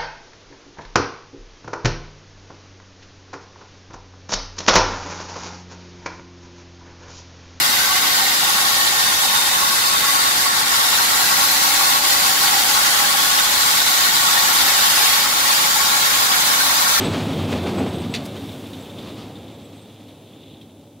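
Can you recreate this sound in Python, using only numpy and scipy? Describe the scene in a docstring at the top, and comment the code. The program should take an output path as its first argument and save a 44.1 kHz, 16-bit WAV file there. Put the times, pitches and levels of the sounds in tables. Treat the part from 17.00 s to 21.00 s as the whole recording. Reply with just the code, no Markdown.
"""Engine drone and rumbling, clattering sheet metal come first: a tractor draws a square baler past and away.
A drive chain jingles and slaps, a dry roller squeaks, stubble hisses; the chute clacks, then the bale lands.
Engine, hum and squeaks are wavering sines; the rest is coloured noise under level curves and blow envelopes,
plus sine knocks in the bale chamber. Sheet metal and chute add resonant modes.
"""
import sys
import numpy as np
from scipy import signal
from scipy.fft import rfft, irfft, next_fast_len
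from scipy.io import wavfile
from scipy.ndimage import uniform_filter1d, map_coordinates

SR = 44100
rng = np.random.default_rng(int(sys.argv[2]) if len(sys.argv) > 2 else 0)


def wav_out(sig):
    """Save sig, one row per channel (or a flat mono array), as 16-bit PCM at SR to the path in sys.argv[1]."""
    wavfile.write(sys.argv[1], SR, np.round(np.clip(np.atleast_2d(sig).T, -1, 1) * 32767).astype(np.int16))


N = 176400
TIME_S = np.arange(N) / SR
NEAR_UNTIL_S, FAR_FROM_S = 0.78, 2.58
TOP_HZ = 15780

# trims by layer: trim_db, added to a level curve (air: to the side noise's low band only)
TRIM_DB = {"rumble": -0.5, "clatter": 2, "chain": -1, "straw": 3, "air": -12.5}

# engine firing note: time_s, firing_hz, level_db
ENGINE_NOTE = [(0, 101, -33.5), (.6, 96, -34), (.9, 101, -38), (1.3, 106, -40), (1.7, 101, -47),
               (2.1, 102, -44.5), (2.85, 103, -49.5), (3.3, 104, -55), (4, 102, -54.5)]
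# drive shaft hum: pitch_hz, near_level_db, far_level_db
SHAFT_HUM = [(155.3, -38.5, -60.5), (220.4, -38.5, -65), (271.7, -40, -51), (318.3, -50, -59.5),
             (372, -39, -64), (570, -50, -62)]
NOTE_WAVER_NEAR_HZ, NOTE_WAVER_FAR_HZ, HUM_WAVER_HZ = 5.77, 2.45, 8

# housing rumble before trim: time_s, level_db
RUMBLE_LEVEL = [(0.0, -28.5), (0.04, -20.5), (0.2, -24.5), (0.5, -24), (0.55, -21.5), (0.62, -27),
                (0.65, -20.5), (0.72, -25.5), (0.81, -19.5), (0.87, -24.5), (1.2, -30.5), (1.68, -36.5),
                (1.95, -35.5), (2.2, -36), (2.94, -44.5), (3.64, -45), (4.0, -48)]
# housing colour, near: freq_hz, gain_db
BODY_NEAR_COLOUR = [(20, -54), (45, -26), (65, -24), (85, -1.5), (125, -4), (220, 0.5), (290, -1),
                    (340, -5.5), (480, -8.5), (700, -13.5), (1100, -23), (1800, -31.5), (4000, -85)]
# housing colour, far: freq_hz, gain_db
BODY_FAR_COLOUR = [(20, -48), (45, -24), (65, -13.5), (90, -3.5), (125, -3.5), (290, 0), (350, -6.5),
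                   (480, -6.5), (830, -14.5), (1020, -22), (1600, -31.5), (4000, -83)]
# heavy machinery jolts: start_s, hold_s (rattle only), rattle_level_db, boom_level_db
MACHINE_JOLTS = [(0.051, 0.016, -30.5, -19), (.133, 0.024, -32.5, -27), (0.516, 0.016, -30.5, -27),
                 (.662, 0.03, -33, -19), (0.776, .02, -38.5, -23), (.861, .012, -39, -39)]
BOOM_RISE_S, BOOM_T60_S = 0.0043, 0.18
# dull bale chamber knocks: start_s, level_db
CHAMBER_KNOCKS = [(0.228, -16), (0.649, -12), (1.054, -15), (1.097, -9.5)]
KNOCK_HZ, KNOCK_RISE_S, KNOCK_T60_S = 220, 0.0023, 0.022

# panel and tine clatter before trim and ring: time_s, level_db
CLATTER_LEVEL = [(0.0, -32), (0.43, -37), (0.65, -38), (1.54, -49.5), (1.75, -50), (2.15, -54), (2.27, -54),
                 (2.78, -56.5), (4.0, -71)]
# rattling panel colour: freq_hz, gain_db
PANEL_COLOUR = [(200, -47), (600, 4.5), (1000, 2), (1600, -5), (2600, -2.5), (4200, -6.5), (5500, -13.5),
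                (8000, -18), (15000, -33.5)]
RATTLE_RISE_S, RATTLE_T60_S = 0.00093, 0.099
# loose panel bangs before ring: start_s, level_db
PANEL_BANGS = [(.148, -24), (.525, -22), (.784, -25), (.802, -25.5), (.862, -27)]
# bang colour: freq_hz, gain_db
BANG_COLOUR = [(150, -13), (450, 0.5), (750, 3), (1300, -13), (2300, -7.5), (3500, -20), (9000, -41)]
BANG_RISE_S, BANG_T60_S = 0.0005, 0.075
# sheet metal modes: freq_hz, width_hz, gain_db
SHEET_MODES = [(1282, 10, -1), (1465, 13, -6), (1653, 14, -11), (2086, 20, -7), (2330, 23, -4),
               (2600, 15, -6), (3250, 23, -4), (4600, 13, -2)]

# chain jingle before trim: time_s, level_db
CHAIN_LEVEL = [(0.0, -31.5), (0.18, -43), (0.51, -40), (1.79, -50), (2.08, -46), (2.22, -51), (3.2, -56),
               (3.51, -50.5), (3.66, -58), (4.0, -63.5)]
# chain link colour: freq_hz, gain_db
LINK_COLOUR = [(1200, -50.5), (2000, -10.5), (2550, -5), (3000, -2), (3550, 5.5), (3950, -0.5),
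               (4500, -14.5), (6000, -40), (12000, -42)]
# chain slaps: start_s, level_db
CHAIN_SLAPS = [(0.33, -32), (0.982, -36.5), (1.365, -41.5), (1.489, -39), (1.522, -43), (1.732, -37),
               (1.782, -47), (1.851, -50), (1.986, -38), (2.355, -45), (2.48, -46.5), (3.081, -46.5),
               (3.612, -44.5)]
# slap colour: freq_hz, gain_db
SLAP_COLOUR = [(1500, -27), (2800, -13.5), (3600, -0.5), (4000, -10), (4600, -22), (10000, -30)]
SLAP_RISE_S, SLAP_T60_S = 0.00063, 0.12

# straw hiss before trim: time_s, level_db
STRAW_LEVEL = [(0.0, -48), (0.85, -51.5), (1.2, -54), (1.5, -51.5), (2.44, -60), (4.0, -65.5)]
# dry stalk colour: freq_hz, gain_db
STALK_COLOUR = [(1000, -7.5), (3000, 6), (6000, 1.5), (9000, 0), (12000, -1.5), (16000, -3)]
# straw scraping on steel: centre_s, length_s, level_db
STEEL_SCRAPES = [(.52, 0.016, -50.5), (1.261, 0.012, -42)]

# diffuse side noise: time_s, level_db
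SIDE_LEVEL = [(0, -65), (1.8, -58.5), (3, -58), (4, -60.5)]
# diffuse side noise, low band colour: freq_hz, gain_db
SIDE_LOW_COLOUR = [(30, 11), (250, -5.5), (600, 4), (2600, -15), (9000, -52)]
# field sound, high band colour: freq_hz, gain_db
AIR_HIGH_COLOUR = [(500, -28), (3700, -32), (4500, -7), (6300, -0.5), (9000, 1), (16000, 0.5)]

# dry roller squeaks: centre_s, pitch_hz (at centre, before waver), level_db (short part)
ROLLER_SQUEAKS = [(.005, 7970, -40), (.057, 7900, -37), (.12, 7750, -48), (.375, 14900, -54),
                  (.432, 14850, -54), (0.792, 7800, -44), (0.838, 8050, -53), (0.89, 8100, -49),
                  (.962, 8160, -48), (1.009, 8200, -49), (1.125, 7850, -49), (1.813, 7730, -53),
                  (2.55, 7700, -64), (2.652, 7980, -58), (2.769, 8020, -59), (2.823, 8300, -57.5)]
SQUEAK_LENGTH_S, SQUEAK_RISE_HZ_PER_S, SQUEAK_WAVER_HZ = 0.014, 2300, 112
LONG_NOTE_DB, LONG_NOTE_LENGTH_S = -9.5, 0.071

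# chute clacks before ring: start_s, level_db
CHUTE_CLACKS = [(1.1385, -23), (1.147, -27.5), (1.160, -36)]
# clack colour: freq_hz, gain_db
CLACK_COLOUR = [(300, -20), (1300, -13), (1900, 0), (2600, 2), (4400, 4), (5200, -6.5), (9500, -13.5),
                (12000, -22), (16000, -27)]
# steel chute modes: freq_hz, width_hz, gain_db
CHUTE_MODES = [(1805, 33, -3), (2600, 15, 4), (3510, 20, 4.5), (3940, 15, 7), (4575, 12, 7),
               (5860, 18, 10.5)]
CLACK_RISE_S, CLACK_T60_S = 0.0006, 0.085

# bale crushing stubble: centre_s, length_s, level_db
BALE_CRUNCHES = [(2.013, 0.068, -46.5), (2.086, 0.052, -43.5), (2.196, 0.077, -43.5), (2.282, .045, -54)]
# crushed stubble colour: freq_hz, gain_db
CRUSH_COLOUR = [(150, -6), (500, -2), (1100, 4), (1700, -6), (3000, 0.5), (4600, -3.5), (6000, -12),
                (15000, -26)]


def amp(db):
    """Amplitude factor from dB."""
    return 10 ** (np.asarray(db) / 20)


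def unit(x):
    """x at rms 1."""
    return x / np.sqrt(np.mean(x ** 2) + 1e-20)


def curves(rows):
    """One value per sample for each column after the time."""
    time_s, *columns = np.transpose(rows)
    return [np.interp(TIME_S, time_s, column) for column in columns]


def wobble(knots_per_s):
    """Smooth random curve through random knots."""
    return map_coordinates(rng.standard_normal(4000), [TIME_S * knots_per_s + 2], mode="wrap")


def colour(x, points):
    """x through a causal minimum-phase filter of (freq_hz, gain_db) points, at rms 1."""
    size = 2 * next_fast_len(N // 2 + 8192)
    point_hz, point_db = np.transpose(points)
    log_hz = np.log(np.fft.rfftfreq(size, 1 / SR) + 1)
    gain_db = np.interp(log_hz, np.log(point_hz), point_db)
    # folded cepstrum: minimum phase
    cepstrum = irfft(np.log(amp(gain_db)))
    cepstrum[1:size // 2] *= 2
    cepstrum[size // 2 + 1:] = 0
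    response = np.exp(rfft(cepstrum))
    return unit(irfft(rfft(x, size) * response)[:N])


def contacts(rate_hz, spread_db, t60_s, wash):
    """Random impacts as decaying noise bursts over steady noise; wash = steady / mean impact power."""
    struck = rng.random(N) < rate_hz / SR
    hit_power = struck * amp(spread_db * (2 * rng.random(N) - 1)) ** 2
    power_decay = np.exp(-2 * np.log(1000) / (t60_s * SR))
    power = signal.lfilter([1], [1, -power_decay], hit_power)
    return unit(np.sqrt(power / power.mean() + wash) * rng.standard_normal(N))


def strike(start_s, rise_s, t60_s, hold_s=0):
    """Blow envelope: exponential rise, optional hold, exponential decay."""
    t_s = np.maximum(TIME_S - start_s, 0)
    decay = np.exp(-np.log(1000) * np.clip((t_s - hold_s) / t60_s, 0, 10))
    return (1 - np.exp(-t_s / rise_s)) * decay


def swell(centre_s, length_s):
    """Gaussian envelope; length_s is two standard deviations."""
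    return np.exp(-np.minimum(2 * ((TIME_S - centre_s) / length_s) ** 2, 50))


def tone(pitch_hz, waver_hz, flutter_db):
    """Sine of unsteady pitch and level, at rms 1."""
    phase = 2 * np.pi * np.cumsum(pitch_hz + waver_hz * wobble(18)) / SR
    return unit(np.sin(phase) * amp(flutter_db * wobble(14)))


def churn(points, evenness):
    """Coloured noise of overlapping motion, its chance lumps partly evened out."""
    x = colour(rng.standard_normal(N), points)
    smooth_once = uniform_filter1d(x ** 2, size=900)
    power = abs(uniform_filter1d(smooth_once, size=900)) + 1e-6
    return unit(x / power ** (evenness / 2))


def ringing(x, modes):
    """x plus its response through resonant steel modes."""
    size = next_fast_len(N + 8192)
    f = np.fft.rfftfreq(size, 1 / SR)
    ring = 0
    for mode_hz, width_hz, gain_db in modes:
        damping = 1j * f * width_hz
        ring = ring + amp(gain_db) * damping / (mode_hz ** 2 - f ** 2 + damping)
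    return irfft(rfft(x, size) * (1 + ring), size)[:N]


def farness():
    """0 while the machine is near, rising to 1 when far."""
    return np.clip((TIME_S - NEAR_UNTIL_S) / (FAR_FROM_S - NEAR_UNTIL_S), 0, 1)


def engine():
    """Firing note, wavering most when near, plus drive shaft hum: unsteady sines."""
    firing_hz, level_db = curves(ENGINE_NOTE)
    far = farness()
    waver_hz = NOTE_WAVER_NEAR_HZ + (NOTE_WAVER_FAR_HZ - NOTE_WAVER_NEAR_HZ) * far
    note = amp(level_db) * tone(firing_hz, waver_hz, flutter_db=1)
    hum = sum(amp(near_db + (far_db - near_db) * far) * tone(pitch_hz, HUM_WAVER_HZ, flutter_db=5)
              for pitch_hz, near_db, far_db in SHAFT_HUM)
    return note + hum


def body():
    """Moving parts rumble the housing, jolts boom it; decaying sines knock in the bale chamber."""
    far = farness()
    near_noise = churn(BODY_NEAR_COLOUR, evenness=0.4)
    far_noise = churn(BODY_FAR_COLOUR, evenness=0.18)
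    crossfade = np.sqrt(1 - far) * near_noise + np.sqrt(far) * far_noise
    rumble = amp(curves(RUMBLE_LEVEL)[0] + TRIM_DB["rumble"]) * crossfade
    boom_level = sum(amp(db) * strike(s, BOOM_RISE_S, BOOM_T60_S) for s, _, _, db in MACHINE_JOLTS)
    booms = boom_level * churn(BODY_NEAR_COLOUR, evenness=0.56)
    knocks = sum(amp(db) * strike(s, KNOCK_RISE_S, KNOCK_T60_S)
                 * np.sin(2 * np.pi * KNOCK_HZ * (TIME_S - s)) for s, db in CHAMBER_KNOCKS)
    return rumble + booms + knocks


def clatter():
    """Panels and tines rattle in surges and at jolts; a loose panel bangs; sheet metal rings to all."""
    surge = unit(amp(1.6 * wobble(36)))
    level = amp(curves(CLATTER_LEVEL)[0] + TRIM_DB["clatter"])
    run = level * surge * contacts(rate_hz=130, spread_db=0.5, t60_s=0.097, wash=3.3)
    jolt_level = sum(amp(db) * strike(s, RATTLE_RISE_S, RATTLE_T60_S, hold_s)
                     for s, hold_s, db, _ in MACHINE_JOLTS)
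    rattle = run + jolt_level * contacts(rate_hz=310, spread_db=6, t60_s=0.012, wash=1)
    bang_level = sum(amp(db) * strike(s, BANG_RISE_S, BANG_T60_S) for s, db in PANEL_BANGS)
    bangs = bang_level * churn(BANG_COLOUR, evenness=1)
    return ringing(rattle.std() * colour(rattle, PANEL_COLOUR) + bangs, SHEET_MODES)


def chain():
    """Links jingle over sprockets as small impacts; slaps are decaying noise bursts."""
    links = contacts(rate_hz=130, spread_db=5, t60_s=0.02, wash=1.7)
    jingle = amp(curves(CHAIN_LEVEL)[0] + TRIM_DB["chain"]) * colour(links, LINK_COLOUR)
    slap_level = sum(amp(db) * strike(s, SLAP_RISE_S, SLAP_T60_S) for s, db in CHAIN_SLAPS)
    return jingle + slap_level * colour(rng.standard_normal(N), SLAP_COLOUR)


def straw():
    """Dry stalks hiss and crackle as small impacts; brief swells scrape on steel."""
    hiss_level = amp(curves(STRAW_LEVEL)[0] + TRIM_DB["straw"])
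    scrape_level = sum(amp(db) * swell(s, length_s) for s, length_s, db in STEEL_SCRAPES)
    stalks = contacts(rate_hz=240, spread_db=7, t60_s=0.0072, wash=5)
    return (hiss_level + scrape_level) * colour(stalks, STALK_COLOUR)


def side_noise():
    """Diffuse side noise: a rush of the field in the high band, plus a faint low band."""
    low = colour(rng.standard_normal(N), SIDE_LOW_COLOUR)
    high = colour(rng.standard_normal(N), AIR_HIGH_COLOUR)
    return amp(curves(SIDE_LEVEL)[0]) * (high + amp(TRIM_DB["air"]) * low)


def roller():
    """Dry roller squeaks: short rising sines, each the peak of a fainter, longer note."""
    waver_hz = SQUEAK_WAVER_HZ * wobble(350)
    squeaks = np.zeros(N)
    for centre_s, pitch_hz, level_db in ROLLER_SQUEAKS:
        rise_hz = SQUEAK_RISE_HZ_PER_S * (TIME_S - centre_s)
        phase = 2 * np.pi * np.cumsum(pitch_hz + waver_hz + rise_hz) / SR
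        long_note = amp(LONG_NOTE_DB) * swell(centre_s, LONG_NOTE_LENGTH_S)
        envelope = swell(centre_s, SQUEAK_LENGTH_S) + long_note
        squeaks += amp(level_db) * envelope * np.sin(phase)
    return squeaks


def chute():
    """Steel chute clacks: dense contacts under blow envelopes, ringing its modes."""
    blow_level = sum(amp(db) * strike(s, CLACK_RISE_S, CLACK_T60_S) for s, db in CHUTE_CLACKS)
    cluster = contacts(rate_hz=3000, spread_db=2, t60_s=0.002, wash=1.2)
    return ringing(blow_level * colour(cluster, CLACK_COLOUR), CHUTE_MODES)


def bale():
    """Stalks snap under the landing bale: dense impacts under swells."""
    weight = sum(amp(db) * swell(s, length_s) for s, length_s, db in BALE_CRUNCHES)
    snaps = contacts(rate_hz=630, spread_db=1, t60_s=0.0093, wash=1)
    return weight * colour(snaps, CRUSH_COLOUR)


def scene():
    """Machine and straw in the middle; diffuse side noise in opposite polarity at the two ears: a rush of field
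    air in the high band, with a faint low band beneath."""
    middle = engine() + body() + clatter() + chain() + straw() + roller() + chute() + bale()
    side = side_noise()
    return np.array([middle + side, middle - side])


def record(dry):
    """Band limit: nothing passes at or above TOP_HZ."""
    size = next_fast_len(N + 8192)
    passed = np.fft.rfftfreq(size, 1 / SR) < TOP_HZ
    return irfft(rfft(dry, size) * passed, size)[:, :N]


dry = scene()
out = record(dry)
wav_out(out)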